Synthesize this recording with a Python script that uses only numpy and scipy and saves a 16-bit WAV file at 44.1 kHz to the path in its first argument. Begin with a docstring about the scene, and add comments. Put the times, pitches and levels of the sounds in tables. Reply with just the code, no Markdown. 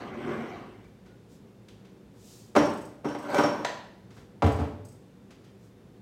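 """Putting a glass canister away.

In a hard-walled kitchen a glass canister is dragged off a wooden table, set down on a high shelf and
pushed back until it clacks against a jar; then the cupboard door is knocked shut with a low boom.
A loose metal fitting ticks after the jolts, cloth rustles and fingers touch things. The knocks are far
from the microphone and ring in the room; the drags and rustles are drier. Appliances hum throughout."""
import sys
import numpy as np
from scipy import signal
from scipy.fft import rfft, irfft, next_fast_len
from scipy.io import wavfile
from scipy.ndimage import uniform_filter1d

SR = 44100
rng = np.random.default_rng(int(sys.argv[2]) if len(sys.argv) > 2 else 0)


def store_wav(level_fs):
    """Save 16-bit WAV to argv[1]."""
    pcm = np.round(np.clip(np.atleast_2d(level_fs), -1, 1) * 32767)
    wavfile.write(sys.argv[1], SR, pcm.T.astype(np.int16))


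N = 265349

# The canister sliding on wood. Each row: time in seconds, level in dB.
TABLE_DRAG = [(0.0, -35.5), (0.05, -37.5), (0.12, -40.5), (0.318, -33), (0.6, -42), (0.72, -50),
              (0.82, -56), (0.9, -76)]
SHELF_DRAG = [(3.03, -78), (3.052, -35), (3.084, -35), (3.2, -44.5), (3.294, -33.5), (3.34, -27),
              (3.4, -22), (3.462, -34), (3.645, -39.5)]
# Strokes of cloth. Each row: peak time in seconds, peak level in dB, rise and fall in seconds.
CLOTH_STROKES = [(.3, -75, .1, 0.38), (1.33, -66.5, 0.04, 0.056), (2.32, -57, 0.12, 0.16),
                 (4.168, -68, 0.035, 0.077), (5.65, -71.5, 0.056, .05)]
# Knocks. Each row: start in seconds, rough peak in dB, hardness in dB per octave, contact in seconds.
JAR_CLACK = [(3.647, -17, -1.5, 0.00416)]
DOOR_CRACKS = [(4.421, -17.5, 2, 0.0026), (4.427, -17, -0.5, 0.0059)]
DOOR_HITS = [(4.423, -12, 0.9, 0.0049), (4.44, -13, 1, 0.011), (4.462, -14.5, 2, 0.0116),
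             (4.585, -16.5, 1, 0.037)]
# Fingers and feet. Each row: as for a knock, then one ring's pitch in Hz, width in Hz, boost in dB.
TOUCHES = [(0.839, -48, -3.5, 0.011, 2300, 250, 13), (1.057, -46.5, -3, 0.023, 1460, 60, 16),
           (1.683, -47, 0.5, 0.007, 3300, 1500, 7), (1.848, -49.5, -2, 0.0099, 2900, 1500, 4),
           (4.104, -46.5, -2, 0.015, 2030, 500, 2), (4.165, -38.5, -4, 0.024, 1750, 900, 3),
           (5.305, -46, -1, 0.01, 2600, 900, 3), (5.439, -51.5, -1, 0.021, 3100, 252, 7)]
# The canister meeting the shelf. Each row: as for a knock, then the force on the glass in dB.
SHELF_KNOCKS = [(2.551, -15.5, 2.5, 0.0079, -95), (2.561, -5.5, 2, 0.0079, -65.5),
                (2.568, -11.5, -1.5, 0.0066, -71.5), (2.609, -16, -4.5, .006, -75),
                (3.044, -25.5, 1, 0.0084, -90), (3.052, -20.5, -1, 0.013, -84),
                (3.085, -33.5, 3.5, 0.004, -78.5), (3.149, -24.5, 1.5, 0.0042, -95),
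                (3.344, -19.5, 5, 0.0039, -74), (3.380, -8, 1.5, 0.012, -66),
                (3.435, -11.5, 1, 0.0084, -66.5)]
# Runs of ticks. Each row: first and last start in seconds, first and last level in dB.
TICK_RUNS = [(2.655, 2.85, -47, -49.5), (3.185, 3.22, -50, -52), (3.297, 3.329, -49, -47),
             (4.517, 4.644, -46, -61), (4.848, 4.919, -49, -55)]
# The door swinging and settling. Each row: start in seconds, boom level in dB, pitch in Hz.
DOOR_SWINGS = [(4.428, -14.5, 87.4), (4.499, -26.5, 76), (4.596, -26.5, 82.3), (4.689, -34, 88),
               (4.783, -38, 101)]
# The broad colour of each source. Each row: frequency in Hz, spectral level in dB.
HUM_COLOUR = [(15, -46), (25, -32), (48, -6.5), (80, -12), (102, -3.5), (189, -4), (291, -8.5), (382, -10),
              (414, -12), (486, -11), (620, -19), (749, -20), (1360, -27.5), (1550, -27.5), (15800, -48)]
TABLE_COLOUR = [(50, -12), (100, -4.5), (230, -0.5), (500, -4), (900, -8.5), (2000, -15), (4000, -31.5),
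                (8000, -46), (16000, -65)]
CLOTH_COLOUR = [(1500, -35), (2500, -9), (5000, -2.5), (7500, -2.5), (10000, -9.5), (16000, -14)]
TOUCH_COLOUR = [(500, 2.5), (1500, 2), (3000, -0.5), (6000, -2.5), (16000, -22)]
SHELF_COLOUR = [(50, -26), (120, -9.5), (270, -2.5), (600, -5.5), (1000, -8), (2000, -22), (4000, -35),
                (8000, -46), (16000, -65)]
FITTING_COLOUR = [(3000, -37), (4500, -6), (8000, -8), (10000, -10.5), (16000, -17)]
JAR_COLOUR = [(200, -20), (600, 12), (900, 6), (2000, -6), (4000, -2), (8000, -16), (16000, -30)]
EDGE_COLOUR = [(200, -24), (600, 6), (1000, 5), (1500, -11), (3000, -18), (6000, -34), (16000, -63)]
DOOR_COLOUR = [(40, -33), (90, 9), (220, -6), (500, -8.5), (1000, -17), (2000, -26.5), (4000, -38.5),
               (8000, -47.5), (16000, -63)]
# The resonances of each source. Each row: centre in Hz, width in Hz, boost in dB.
HUM_MODES = [(60, 7.3, 8.9), (110.86, 5, 12.4), (195.3, 22, 7.2), (276, 78, 0.95), (390, 53, 4.6),
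             (484, 27, 3.5), (3600, 45, 9.2)]
TABLE_MODES = [(233, 15, 11.5), (353, 52, 8), (1445, 130, 1)]
SHELF_MODES = [(230, 20, 3), (166, 28, 5.1), (301, 40, 8.4), (406, 36, 5.6), (580, 28, 8.8), (615, 60, 3.3),
               (748, 8.3, 2.8), (814, 35, 3.1), (930, 140, 3.1), (1240, 15, 2.7), (1410, 33, 2.8),
               (1537, 24, 5.8), (2070, 43, 1.3)]
FITTING_MODES = [(4970, 600, 4.4), (6450, 370, 8.3), (8160, 980, 14), (11000, 900, 6.1), (13300, 700, 6.3),
                 (15300, 700, 7.31)]
JAR_MODES = [(980, 72, 10.5), (1400, 53, 5.4), (1860, 480, 13.7), (2680, 1200, 2.6), (4140, 640, 2.7),
             (6260, 550, 9.3), (7570, 600, 10)]
DOOR_MODES = [(235, 33, 8.5), (285, 41, 13), (437, 33, 11.9), (584, 5.4, 12), (735, 180, 6.8),
              (870, 110, 4.8), (1310, 160, 5.1)]
# The canister's ringing glass. Each row: pitch in Hz, gain in dB, seconds to fall 60 dB.
GLASS_RINGS = [(3066, -8, .08), (5518, 0, .09), (5626, -1, .08), (6288, -3, .04), (7150, -11, .04),
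               (9850, -18, .05)]
# The kitchen's reverberation. Each row: frequency in Hz, seconds to fall 60 dB.
KITCHEN_DECAY = [(60, 0.87), (250, 0.66), (1000, 0.62), (4000, 0.67), (8000, 0.44), (15000, 0.5)]


def from_db(db):
    """Decibels to gain."""
    return 10 ** (np.asarray(db) / 20)


def unit_rms(x):
    """Scale to rms 1."""
    return x / np.sqrt(np.mean(x ** 2) + 1e-20)


def envelope(rows):
    """Gain per sample from a level curve; silent outside it."""
    times, level_db = np.transpose(rows)
    return from_db(np.interp(np.arange(N) / SR, times, level_db, left=-140, right=-140))


def bandpass(x, low_hz, high_hz):
    """One band of a sound, with gentle slopes."""
    return signal.sosfilt(signal.butter(2, [low_hz, high_hz], "band", fs=SR, output="sos"), x)


def colour(x, spectrum, modes=(), tilt_db=0.):
    """Causal (minimum-phase) filter from a spectrum, resonant boosts and a tilt per octave; rms 1."""
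    size = 2 * next_fast_len(len(x) // 2 + 1)
    hz = np.maximum(np.arange(size // 2 + 1) * SR / size, 1)
    points_hz, level_db = np.transpose(spectrum)
    gain_db = np.interp(np.log(hz), np.log(points_hz), level_db)
    gain_db += tilt_db * np.log2(np.maximum(hz, 50) / 1000)
    for centre, width, boost_db in modes:
        gain_db += boost_db / (1 + (2 * (hz - centre) / width) ** 2)
    cepstrum = irfft(gain_db * np.log(10) / 20, size)
    cepstrum[1:size // 2] *= 2  # folding the cepstrum puts all ringing after the cause
    cepstrum[size // 2 + 1:] = 0
    response = np.exp(rfft(cepstrum))
    return unit_rms(irfft(rfft(x, size) * response, size)[:len(x)])


def grains(per_s, spread_db):
    """Random micro-impacts of uneven size."""
    sizes = from_db(spread_db * np.minimum(rng.exponential(1, N), 5)) * rng.choice([-1, 1], N)
    return sizes * (rng.random(N) < per_s / SR)


def drift(rate_hz, steps_per_s=60):
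    """A slow random wander with a spread of about 1."""
    steps = rng.standard_normal(int(N / SR * steps_per_s) + 2)
    pole = np.exp(-2 * np.pi * rate_hz / steps_per_s)
    wander = unit_rms(signal.lfilter([1], [1, -pole], steps))
    return np.interp(np.arange(N) / SR * steps_per_s, np.arange(len(steps)), wander)


def blows(rows, spectrum, modes=()):
    """Each blow is a short scatter of contacts that excites the whole body evenly."""
    out, t = np.zeros(N), np.arange(SR // 3) / SR
    for start, peak_db, hardness_db, contact_s, *_ in rows:
        rise_s = min(.0031, 0.44 * contact_s)
        shape = (1 - np.exp(-t / rise_s)) * np.exp(-t / contact_s)
        force = rng.standard_normal(len(t)) * shape
        for _ in range(3):  # even out the spectrum, keep the shape in time
            bins = rfft(force)
            force = irfft(bins / np.abs(bins), len(t))
            force *= shape / (uniform_filter1d(np.abs(force), size=45) + 1e-9)
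        burst = from_db(-23) * colour(force, spectrum, modes, hardness_db)  # peaks near 1
        at = round(start * SR)
        out[at:at + len(t)] += from_db(peak_db) * burst[:N - at]
    return out


def appliance_hum():
    """The room tone: steady low noise with the appliances' resonances standing out."""
    return from_db(-51.5) * colour(rng.standard_normal(N), HUM_COLOUR, HUM_MODES)


def drag(curve, spectrum, modes, grit_db, tilt_db):
    """The rim stutters over wood grain: rumble and grit whose bands swell as the contact shifts."""
    scrape = colour(grains(per_s=4000, spread_db=1.5), spectrum, modes, tilt_db)
    rumble, grit = np.zeros(N), np.zeros(N)
    edges_hz = 40 * 2 ** np.arange(0, 9, .5)
    for low, high in zip(edges_hz, edges_hz[1:]):
        band = bandpass(scrape, low, high) * from_db(1.3 * drift(rate_hz=8))
        if low < 1700:
            rumble += band
        else:
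            grit += band
    return envelope(curve) * (unit_rms(rumble) + from_db(grit_db) * unit_rms(grit))


def cloth():
    """Smooth bright hiss of fabric sliding; each stroke swells and fades like a bell curve."""
    t, level = np.arange(N) / SR, 0
    for peak_s, peak_db, rise_s, fall_s in CLOTH_STROKES:
        width_s = np.where(t < peak_s, rise_s, fall_s)
        level += from_db(peak_db) * np.exp(-((t - peak_s) / width_s) ** 2)
    return level * colour(rng.standard_normal(N), CLOTH_COLOUR)


def touches():
    """Each small touch lands on a different thing with one ring of its own."""
    return sum(blows([row], TOUCH_COLOUR, modes=[row[4:]]) for row in TOUCHES)


def shelf_knocks():
    """Up in the cupboard, the canister's base knocks on the shelf and sounds the board."""
    return blows(SHELF_KNOCKS, SHELF_COLOUR, SHELF_MODES)


def glass(bowing_db=-74, chatter_s=0.039):
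    """Each knock makes the glass chatter and ring for a moment; sliding on the shelf bows it."""
    t, out = np.arange(N) / SR, np.zeros(N)
    push = from_db(bowing_db) * envelope(SHELF_DRAG)
    for start, *_, force_db in SHELF_KNOCKS:
        push += from_db(force_db) * (t >= start) * np.exp(-np.abs(t - start) / chatter_s)
    force = push * unit_rms(grains(per_s=3000, spread_db=4.5)) + 1e-18
    for hz, gain_db, t60 in GLASS_RINGS:
        decay, angle = from_db(-60 / (t60 * SR)), 2 * np.pi * hz / SR  # per sample
        feedback = [1, -2 * decay * np.cos(angle), decay ** 2]
        out += from_db(gain_db) * signal.lfilter([0, np.sin(angle)], feedback, force)
    return out


def fitting(rock_s=.039, contact_s=0.01):
    """Loose metal rocks in runs of evenly spaced ticks, each run gliding in level."""
    ticks = []
    for first_s, last_s, first_db, last_db in TICK_RUNS:
        count = round((last_s - first_s) / rock_s) + 1
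        run = np.linspace((first_s, first_db), (last_s, last_db), count)
        ticks += [(start, peak_db, 0, contact_s) for start, peak_db in run]
    return blows(ticks, FITTING_COLOUR, FITTING_MODES)


def jar_clack():
    """At the end of its slide the canister strikes a neighbouring jar."""
    return blows(JAR_CLACK, JAR_COLOUR, JAR_MODES)


def door_knocks():
    """The door's edge cracks against the frame; the panel thuds and bounces."""
    return blows(DOOR_CRACKS, EDGE_COLOUR) + blows(DOOR_HITS, DOOR_COLOUR, DOOR_MODES)


def door_boom(swell_s=.026):
    """Each swing of the door pumps the cupboard's air: a low tone that swells and dies in a few cycles."""
    out = np.zeros(N)
    for start, boom_db, hz in DOOR_SWINGS:
        t = np.maximum(np.arange(N) / SR - start, 0)
        swell = (t / swell_s * np.exp(1 - t / swell_s)) ** 2
        out += from_db(boom_db) * swell * np.sin(2 * np.pi * hz * t)
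    return out


def kitchen(x, onset_s=0.00067):
    """Dense reflections off hard walls, each half octave dying at its own rate."""
    t, tail = np.arange(SR) / SR, np.zeros(SR)
    hz, t60 = np.transpose(KITCHEN_DECAY)
    for low in 30 * 2 ** np.arange(0, 9.5, .5):
        band = bandpass(rng.standard_normal(SR), low, np.sqrt(2) * low)
        band_t60 = np.interp(np.log(low * 2 ** .25), np.log(hz), t60)
        tail += band * from_db(-60 * t / band_t60)
    tail *= 1 - np.exp(-t / onset_s)
    return signal.fftconvolve(x, tail / np.sqrt(np.sum(tail ** 2)))[:N]


def scene():
    """At one microphone: far knocks with plenty of room, drier drags and rustles, all over the hum."""
    drags = drag(TABLE_DRAG, TABLE_COLOUR, TABLE_MODES, grit_db=-8.5, tilt_db=0.5)
    drags += drag(SHELF_DRAG, SHELF_COLOUR, SHELF_MODES, grit_db=-11.5, tilt_db=2)
    rustle = cloth()
    knocks = touches() + shelf_knocks() + jar_clack() + door_knocks()
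    rings, ticks = glass(), fitting()
    direct = appliance_hum() + drags + rustle + knocks + rings + ticks + door_boom()
    into_room = (from_db(-7.5) * drags + from_db(-9.5) * rustle + from_db(0.5) * knocks
                 + from_db(-6) * rings + from_db(-1.5) * ticks)
    return (direct + kitchen(into_room))[None]


def record(dry):
    """The microphone drops the deepest bass; the top is cut steeply."""
    low_cut = signal.butter(3, 60, "high", fs=SR, output="sos")
    high_cut = signal.ellip(12, .5, 75, 15900, fs=SR, output="sos")
    return signal.sosfilt(high_cut, signal.sosfilt(low_cut, dry))


dry = scene()
out = record(dry)
store_wav(out)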